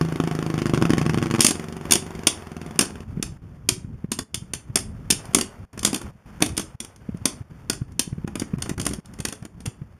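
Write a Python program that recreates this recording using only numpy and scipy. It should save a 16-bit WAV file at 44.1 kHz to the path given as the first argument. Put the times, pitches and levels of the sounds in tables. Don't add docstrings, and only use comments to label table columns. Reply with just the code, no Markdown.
import sys
import numpy as np
from scipy import signal
from scipy.fft import rfft, irfft, next_fast_len
from scipy.io import wavfile
from scipy.ndimage import uniform_filter1d, map_coordinates

SR = 44100
rng = np.random.default_rng(int(sys.argv[2]) if len(sys.argv) > 2 else 0)


def to_wav(sig):
    pcm = np.clip(np.atleast_2d(sig), -1, 1) * 32767
    pcm = np.round(pcm).astype(np.int16)
    wavfile.write(sys.argv[1], SR, pcm.T)


N = 440541

# (time [s], rumble level [dB], whir level [dB])
ROLLING_LEVELS = [(0, -45, -41.5), (1.2, -40, -43.5), (1.6, -44.5, -44), (2.9, -44.5, -47),
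                  (3.1, -35, -52.5), (3.5, -42, -61.5), (4.3, -41.5, -60.5), (5.0, -37, -56),
                  (5.3, -40.5, -47), (5.6, -42, -52.5), (6.0, -37.5, -48.5), (6.3, -41, -50.5),
                  (6.9, -47, -55.5), (7.3, -40, -52), (7.9, -43, -60.5), (8.8, -34, -48.5),
                  (9.1, -42.5, -56), (9.99, -44.5, -62)]
# (frequency [Hz], relative density [dB per Hz])
RUMBLE_SPECTRUM = [(15, -28.5), (35, -4), (80, 2.5), (200, -3.5), (460, -24.5), (900, -54.5), (1500, -120)]
WHIR_SPECTRUM = [(240, -34), (400, -1), (1300, -5.5), (3300, -18.5), (5500, -22.5), (9500, -25),
                 (15500, -34.5)]
# (first blow [s], end [s], first turn lasts [s], each turn longer by [s])
HAMMER_RUNS = [(0.012, 0.17, 0.0368, 0), (0.2005, 1.39, 0.0371, 0.00016), (1.555, 2.25, 0.0425, 0),
               (2.327, 3.02, 0.0474, 0.00014)]
# (time [s], relative thump level [dB])
HAMMER_FORCE = [(0.012, -10), (0.07, -23.5), (0.13, -18.5), (0.21, -10), (0.35, -14), (0.53, -14.5),
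                (0.8, -9.5), (1.15, -10), (1.24, -16), (1.39, -9.5), (1.55, -21), (2.2, -23.5), (2.45, -27),
                (2.62, -24.5), (3.0, -27)]
# (frequency [Hz], hard-blow level [dB], light-touch level [dB], t60 [s]), levels relative
BOWL_MODES = [(88.9, -15.5, -1.5, 0.211), (163.4, 0, 0, 0.11), (224.2, -4.5, -0.5, 0.081),
              (269.4, -0.5, -9.5, 0.041), (328.9, -6, -5, 0.065), (378.5, -19, -11, 0.22),
              (706, -19.5, -14, .09), (1092, -10, -17, 0.035)]
# (frequency [Hz], relative density [dB per Hz])
TICK_SPECTRUM = [(300, -20), (800, 0.5), (3000, -5.5), (9500, -15), (13000, -29.5)]
CRACK_SPECTRUM = [(1300, -33), (2200, -6), (3400, 1.5), (5700, 0), (9400, 4), (12000, -11.5),
                  (15500, -22.5), (17000, -40)]
DULL_SPECTRUM = [(220, -23.5), (450, -1.5), (1500, 0.5), (2500, -5), (5000, -26)]
# (frequency [Hz], t60 [s])
ROOM_DECAY = [(200, 0.41), (1400, 0.28), (4000, 0.22), (10000, 0.23), (15000, 0.068)]
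# (time [s], relative crack level [dB], relative thump level over the crack [dB])
RIM_CLASHES = [(1.4056, 2.5, -18.5), (1.416, -7, -25), (1.4235, -9, -22), (1.4462, 1, -13),
               (1.4651, 2, -28), (1.4848, -13, -5), (1.5077, -9, -4.5), (1.9089, -5, -12.5),
               (1.9205, 4.5, -20), (1.9341, -3, -14), (1.9543, -7, -7.5), (2.2694, 3, -13.5),
               (2.791, 0.5, -9.5), (2.809, -7, -9.5), (2.8241, -18.5, 2.5), (3.2259, -10, -12),
               (3.6888, -1, -14.5), (4.1171, -10, -10.5), (4.1887, -12, -8), (4.3439, -10, -17.5),
               (4.5351, -12, -12.5), (4.7567, -1, -13), (4.7715, -14, -10), (5.1028, -2.5, -13.5),
               (5.122, -16, -6.5), (5.254, -33.5, -5), (5.334, -31, 2), (5.3467, 4, -14.5),
               (5.385, -12, -3), (5.4105, -7.5, -14.5), (5.73, -41.5, 0.5), (5.776, -29.5, 3),
               (5.7923, -20, -17), (5.8304, -15, -8), (5.8488, 1, -15.5), (5.873, -19, -0.5),
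               (5.9297, -18.5, 1.5), (5.9441, -9, -13), (5.9598, -17.5, -4.5), (6.0146, -27.5, 1.5),
               (6.4047, -30, 6), (6.416, -33, 13), (6.4221, 0, -7.5), (6.4618, -14, -14), (6.49, -30, -5),
               (6.568, -18, -17), (6.5767, -8.5, -10), (6.5953, -15, -6.5), (6.801, -15, -13.5),
               (6.847, -25.5, -10.5), (6.961, -38.5, -6), (7.171, -43, -7), (7.2548, -2, -13),
               (7.698, -5.5, -11), (7.7306, -22, -7.5), (7.92, -45.5, -12.5), (7.9939, -3.5, -15.5),
               (8.2756, -32.5, 12), (8.3548, -19, -0.5), (8.3965, -14.5, -11.5), (8.4186, -29, 11),
               (8.583, -37, 8.5), (8.602, -42, -1), (8.622, -13.5, -12), (8.659, -33, 10),
               (8.6932, -17.5, 0.5), (8.7786, -27.5, 3.5), (8.7976, -20, -3.5), (8.814, -17.5, -16),
               (8.8526, -18, -13), (8.8647, -8.5, -6.5), (8.91, -31, 6), (8.934, -20, -4.5),
               (9.057, -36.5, -18), (9.137, -35, -6), (9.188, -35, 4.5), (9.2026, -21.5, -6),
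               (9.2509, -11, -6), (9.285, -19.5, -8), (9.3246, -22.5, -3.5), (9.425, -40.5, 8.5),
               (9.451, -30, 2), (9.604, -36.5, -3), (9.656, -28, 1), (9.66, -19, -7)]
# (frequency [Hz], relative level [dB], t60 [s])
RIM_MODES = [(3300, -8, 0.044), (5455, -6.5, .04), (10300, -6.5, 0.047), (9200, -4, 0.11),
             (14500, -6.5, 0.018)]
# (start [s], end [s], gain [dB])
LEVEL_DIPS = [(3.039, 3.078, -6.5), (3.375, 3.418, -8.5), (4.065, 4.103, -6.5), (4.235, 4.335, -9),
              (5.495, 5.651, -2), (5.653, 5.729, -24), (6.111, 6.258, -11.5), (6.757, 6.803, -20),
              (7.426, 7.498, -9), (8.249, 8.265, -15), (8.564, 8.583, -17), (8.746, 8.777, -10.5),
              (9.004, 9.047, -13), (9.467, 9.568, -5)]
# (time of peak [s], relative level [dB], pitch [Hz])
STRONG_BUMPS = [(3.175, -21, 170), (3.199, -22, 195), (3.724, -26, 110), (3.849, -27, 116.7),
                (4.046, -20.5, 174.5), (4.703, -26, 119), (5.129, -26.5, 205), (5.37, -15.5, 285),
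                (5.427, -25, 220), (7.093, -19.5, 201), (7.149, -23, 167), (7.413, -27.5, 119),
                (7.82, -20, 123.4), (8.078, -26.5, 171), (8.13, -22, 130.4), (8.184, -23, 163),
                (8.25, -13, 158), (8.422, -25, 210), (8.539, -15, 179), (8.575, -10.5, 135),
                (8.715, -20, 174), (8.923, -28, 187), (8.988, -27, 183), (9.202, -23.5, 140),
                (9.68, -23.5, 124), (9.82, -25.5, 141.7)]
# (centre [Hz], width [Hz])
MICROPHONE_GAPS = [(3960, 850), (7900, 1200), (12450, 150)]

LIGHT_FROM = 1.5
UNEVEN_S, UNEVEN_DB = 0.001, 1.33
TWICE_FROM, HOP_FROM, ALL_FROM = 0.56, 0.8, 1.16
REBOUND_S, REBOUND_DB, GRAZE_DB = 0.009, -3, -8
SECOND_TICK_DB = 2
DULL_DB, DULL_FOLLOWS = -6, 0.85
FAINT_FROM, FAINT_TO = 3.3, 9.9
FAINT_DB, FAINT_HZ = -32, 124
TOP_HZ = 16500


def amp(db):
    return 10 ** (np.asarray(db) / 20)


def unit(x):
    return x / np.sqrt(np.mean(x ** 2) + 1e-20)


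def along(points, hz):
    f, v = np.transpose(points)
    return np.interp(np.log(hz + 1), np.log(f + 1), v)


def filtered(x, response):
    m = next_fast_len(len(x) + 8192)
    spectrum = rfft(x, m) * response(np.fft.rfftfreq(m, 1 / SR))
    return irfft(spectrum, m)[:len(x)]


def noise(spectrum):
    return unit(filtered(rng.standard_normal(N), lambda hz: amp(along(spectrum, hz))))


def wobble(rate):
    knots = rng.standard_normal(int(N * rate / SR) + 4)
    return map_coordinates(knots, [np.arange(N) * rate / SR])


def bursts(times, levels_db, hold, t60):
    t = np.arange(SR // 8) / SR
    hits = np.bincount(np.round(times * SR).astype(int), amp(levels_db), N)[:N]
    shape = (1 - np.exp(-t / 0.00023)) * amp(-60 * np.maximum(t - hold, 0) / t60)
    return signal.fftconvolve(hits, shape)[:N]


def rings(times, levels_db, modes, scatter_db, attack, detune):
    out, t = np.zeros(N + SR), np.arange(SR // 8) / SR
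    hz, db, t60 = np.transpose(modes)[:, :, None]
    decay = amp(db - 60 * t / t60) * (1 - np.exp(-t / attack))
    chance = rng.standard_normal((len(times), 2, len(modes)))
    for s, level_db, (strength, bend) in zip(times, levels_db, chance):
        waves = np.sin(2 * np.pi * hz * (1 + detune * bend[:, None]) * t) * decay
        start = round(s * SR)
        out[start:start + len(t)] -= amp(level_db + scatter_db * strength) @ waves
    return out[:N]


def high_pass(x, corner_hz):
    return filtered(x, lambda f: -f * f / (corner_hz ** 2 - f * f + 1j * np.sqrt(2) * f * corner_hz))


def rolling():
    s, rumble_db, whir_db = np.transpose(ROLLING_LEVELS)
    t = np.arange(N) / SR
    lumps = amp(4.0 * wobble(18))
    rumble = amp(np.interp(t, s, rumble_db)) * unit(lumps * noise(RUMBLE_SPECTRUM))
    grain = amp(1.2 * wobble(9) + 1.2 * wobble(60) + 1.5 * wobble(400))
    whir = amp(np.interp(t, s, whir_db)) * unit(grain * noise(WHIR_SPECTRUM))
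    return rumble + whir


def microphone_hiss():
    return amp(-72.0) * noise(WHIR_SPECTRUM)


def hammer_blows():
    k = np.arange(40)
    runs = []
    for first, end, turn, longer in HAMMER_RUNS:
        run = first + turn * k + longer * k * (k - 1) / 2
        runs.append(run[run < end])
    s = np.concatenate(runs)
    chance = rng.standard_normal((len(s), 2))
    db = np.interp(s, *np.transpose(HAMMER_FORCE)) + UNEVEN_DB * chance[:, 0]
    s = s + UNEVEN_S * chance[:, 1]

    odd = np.arange(len(s)) % 2 == 1
    twice = (odd & (s > TWICE_FROM) | (s > ALL_FROM)) & (s < LIGHT_FROM)
    hop = twice & odd & (s > HOP_FROM)
    first_db = db + GRAZE_DB * hop
    second_db = db + REBOUND_DB * ~hop
    times = np.r_[s, s[twice] + REBOUND_S]
    levels_db = np.r_[first_db, second_db[twice]]
    second = np.r_[0 * s, np.ones(twice.sum())]
    return times, levels_db, second


def knocks():
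    s, db, second = hammer_blows()
    hard, modes = s < LIGHT_FROM, np.array(BOWL_MODES)
    hard_modes, light_modes = modes[:, [0, 1, 3]], modes[:, [0, 2, 3]]
    thump = rings(s[hard], db[hard] - 5.5, hard_modes, scatter_db=3.0, attack=0.00012, detune=0.0047)
    thump += rings(s[~hard], db[~hard] - 6.5, light_modes, scatter_db=2.0, attack=0.0003, detune=0.006)

    tick_db = db - 13.5 + SECOND_TICK_DB * second + 0.62 * rng.standard_normal(len(s))
    tick = bursts(s, tick_db, hold=0.0023, t60=0.0092) * noise(TICK_SPECTRUM)
    uneven = unit(amp(3.7 * wobble(130)))
    chatter = bursts(s, tick_db - 15.0, hold=0.014, t60=0.045) * uneven * noise(TICK_SPECTRUM)
    shake_db = np.where(hard, tick_db - 23.0, tick_db - 11.0)
    shake = bursts(s, shake_db, hold=0.002, t60=0.027) * noise(CRACK_SPECTRUM)
    return thump, tick + chatter + shake


def room(x):
    out, step = np.zeros(N + SR), SR // 5
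    for k in range(0, N, step):
        hz, t, z = signal.stft(rng.standard_normal(SR // 3), SR, nperseg=256)
        decay = amp(-60 * t / along(ROOM_DECAY, hz)[:, None])
        tail = signal.istft(z * decay, SR, nperseg=256)[1]
        wet = signal.fftconvolve(x[k:k + step], tail / np.linalg.norm(tail))
        out[k:k + len(wet)] += wet
    return out[:N]


def clashes():
    s, db, thump_db = np.transpose(RIM_CLASHES)
    crack = bursts(s, db - 7.5, hold=0.0034, t60=0.01) * noise(CRACK_SPECTRUM)
    loose = unit(amp(6.5 * wobble(110)))
    rattle = bursts(s, db - 24.5, hold=0.012, t60=0.099) * loose * noise(CRACK_SPECTRUM)
    dull_db = DULL_DB + DULL_FOLLOWS * thump_db
    dull = bursts(s, db + dull_db - 8, hold=0.0041, t60=0.041) * noise(DULL_SPECTRUM)
    upper = np.array(BOWL_MODES)[2:, [0, 1, 3]]
    thump = rings(s, db + thump_db - 4.0, upper, scatter_db=2.5, attack=0.00044, detune=0.06)
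    ringing = rings(s, db - 31, RIM_MODES, scatter_db=-3.0, attack=0.00058, detune=0.0057)
    return thump, crack + rattle + dull + ringing


def level_dips():
    t = np.arange(N) / SR
    db = sum(depth * ((t > start) & (t < end)) for start, end, depth in LEVEL_DIPS)
    return amp(uniform_filter1d(db, size=132))


def bumps():
    out, t = np.zeros((2, N + SR)), np.arange(-SR // 25, SR // 12) / SR
    rows = np.r_[STRONG_BUMPS, faint_bumps(count=24)]
    phase = rng.uniform(0, 2 * np.pi, (len(rows), 2))
    for (s, db, hz), (p, q) in zip(rows, phase):
        swell = np.where(t < 0, np.exp(-(t * hz / 0.55) ** 2), np.exp(-t * hz / 0.7))
        overtone = 0.24 * swell * np.cos(2 * np.pi * 2.1 * hz * t + q)
        wave = np.cos(2 * np.pi * hz * t + p) + overtone
        k = round((s + t[0]) * SR)
        out[:, k:k + len(t)] += amp(db) * swell * wave, amp(db) * swell
    cycles, puffs = out[:, :N]
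    return amp(4.5) * cycles + amp(-27.5) * puffs * noise(DULL_SPECTRUM)


def faint_bumps(count):
    u = rng.uniform(0, 1, (count, 3))
    s = FAINT_FROM + (FAINT_TO - FAINT_FROM) * (np.arange(count) + u[:, 0]) / count
    db = FAINT_DB + 5 * (u[:, 1] - 0.5)
    hz = FAINT_HZ * 1.4 ** (u[:, 2] - 0.5)
    return np.c_[s, db, hz]


def scene():
    knock, tick = knocks()
    thump, clash = clashes()
    bowl = high_pass(knock + thump, corner_hz=99.4)
    tail = room(amp(-10.5) * clash + amp(-13) * tick + amp(-12.5) * bowl)
    tops = bowl + tick + clash + bumps() + tail + rolling()
    return (tops * level_dips() + microphone_hiss())[None]


def microphone_gaps(f):
    notches = [(c * c - f * f) / (c * c - f * f + 1j * f * w) for c, w in MICROPHONE_GAPS]
    return np.prod(notches, axis=0)


def band_limit(hz):
    corners = [TOP_HZ - 1300, TOP_HZ - 900, TOP_HZ, TOP_HZ + 300]
    return amp(np.interp(hz, corners, [0, -16, -26, -90]))


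def record(dry):
    x = filtered(dry[0], microphone_gaps)
    x = x / (1 + np.abs(x) ** 8) ** (1 / 8)
    return filtered(x, band_limit)[None]


dry = scene()
out = record(dry)
to_wav(out)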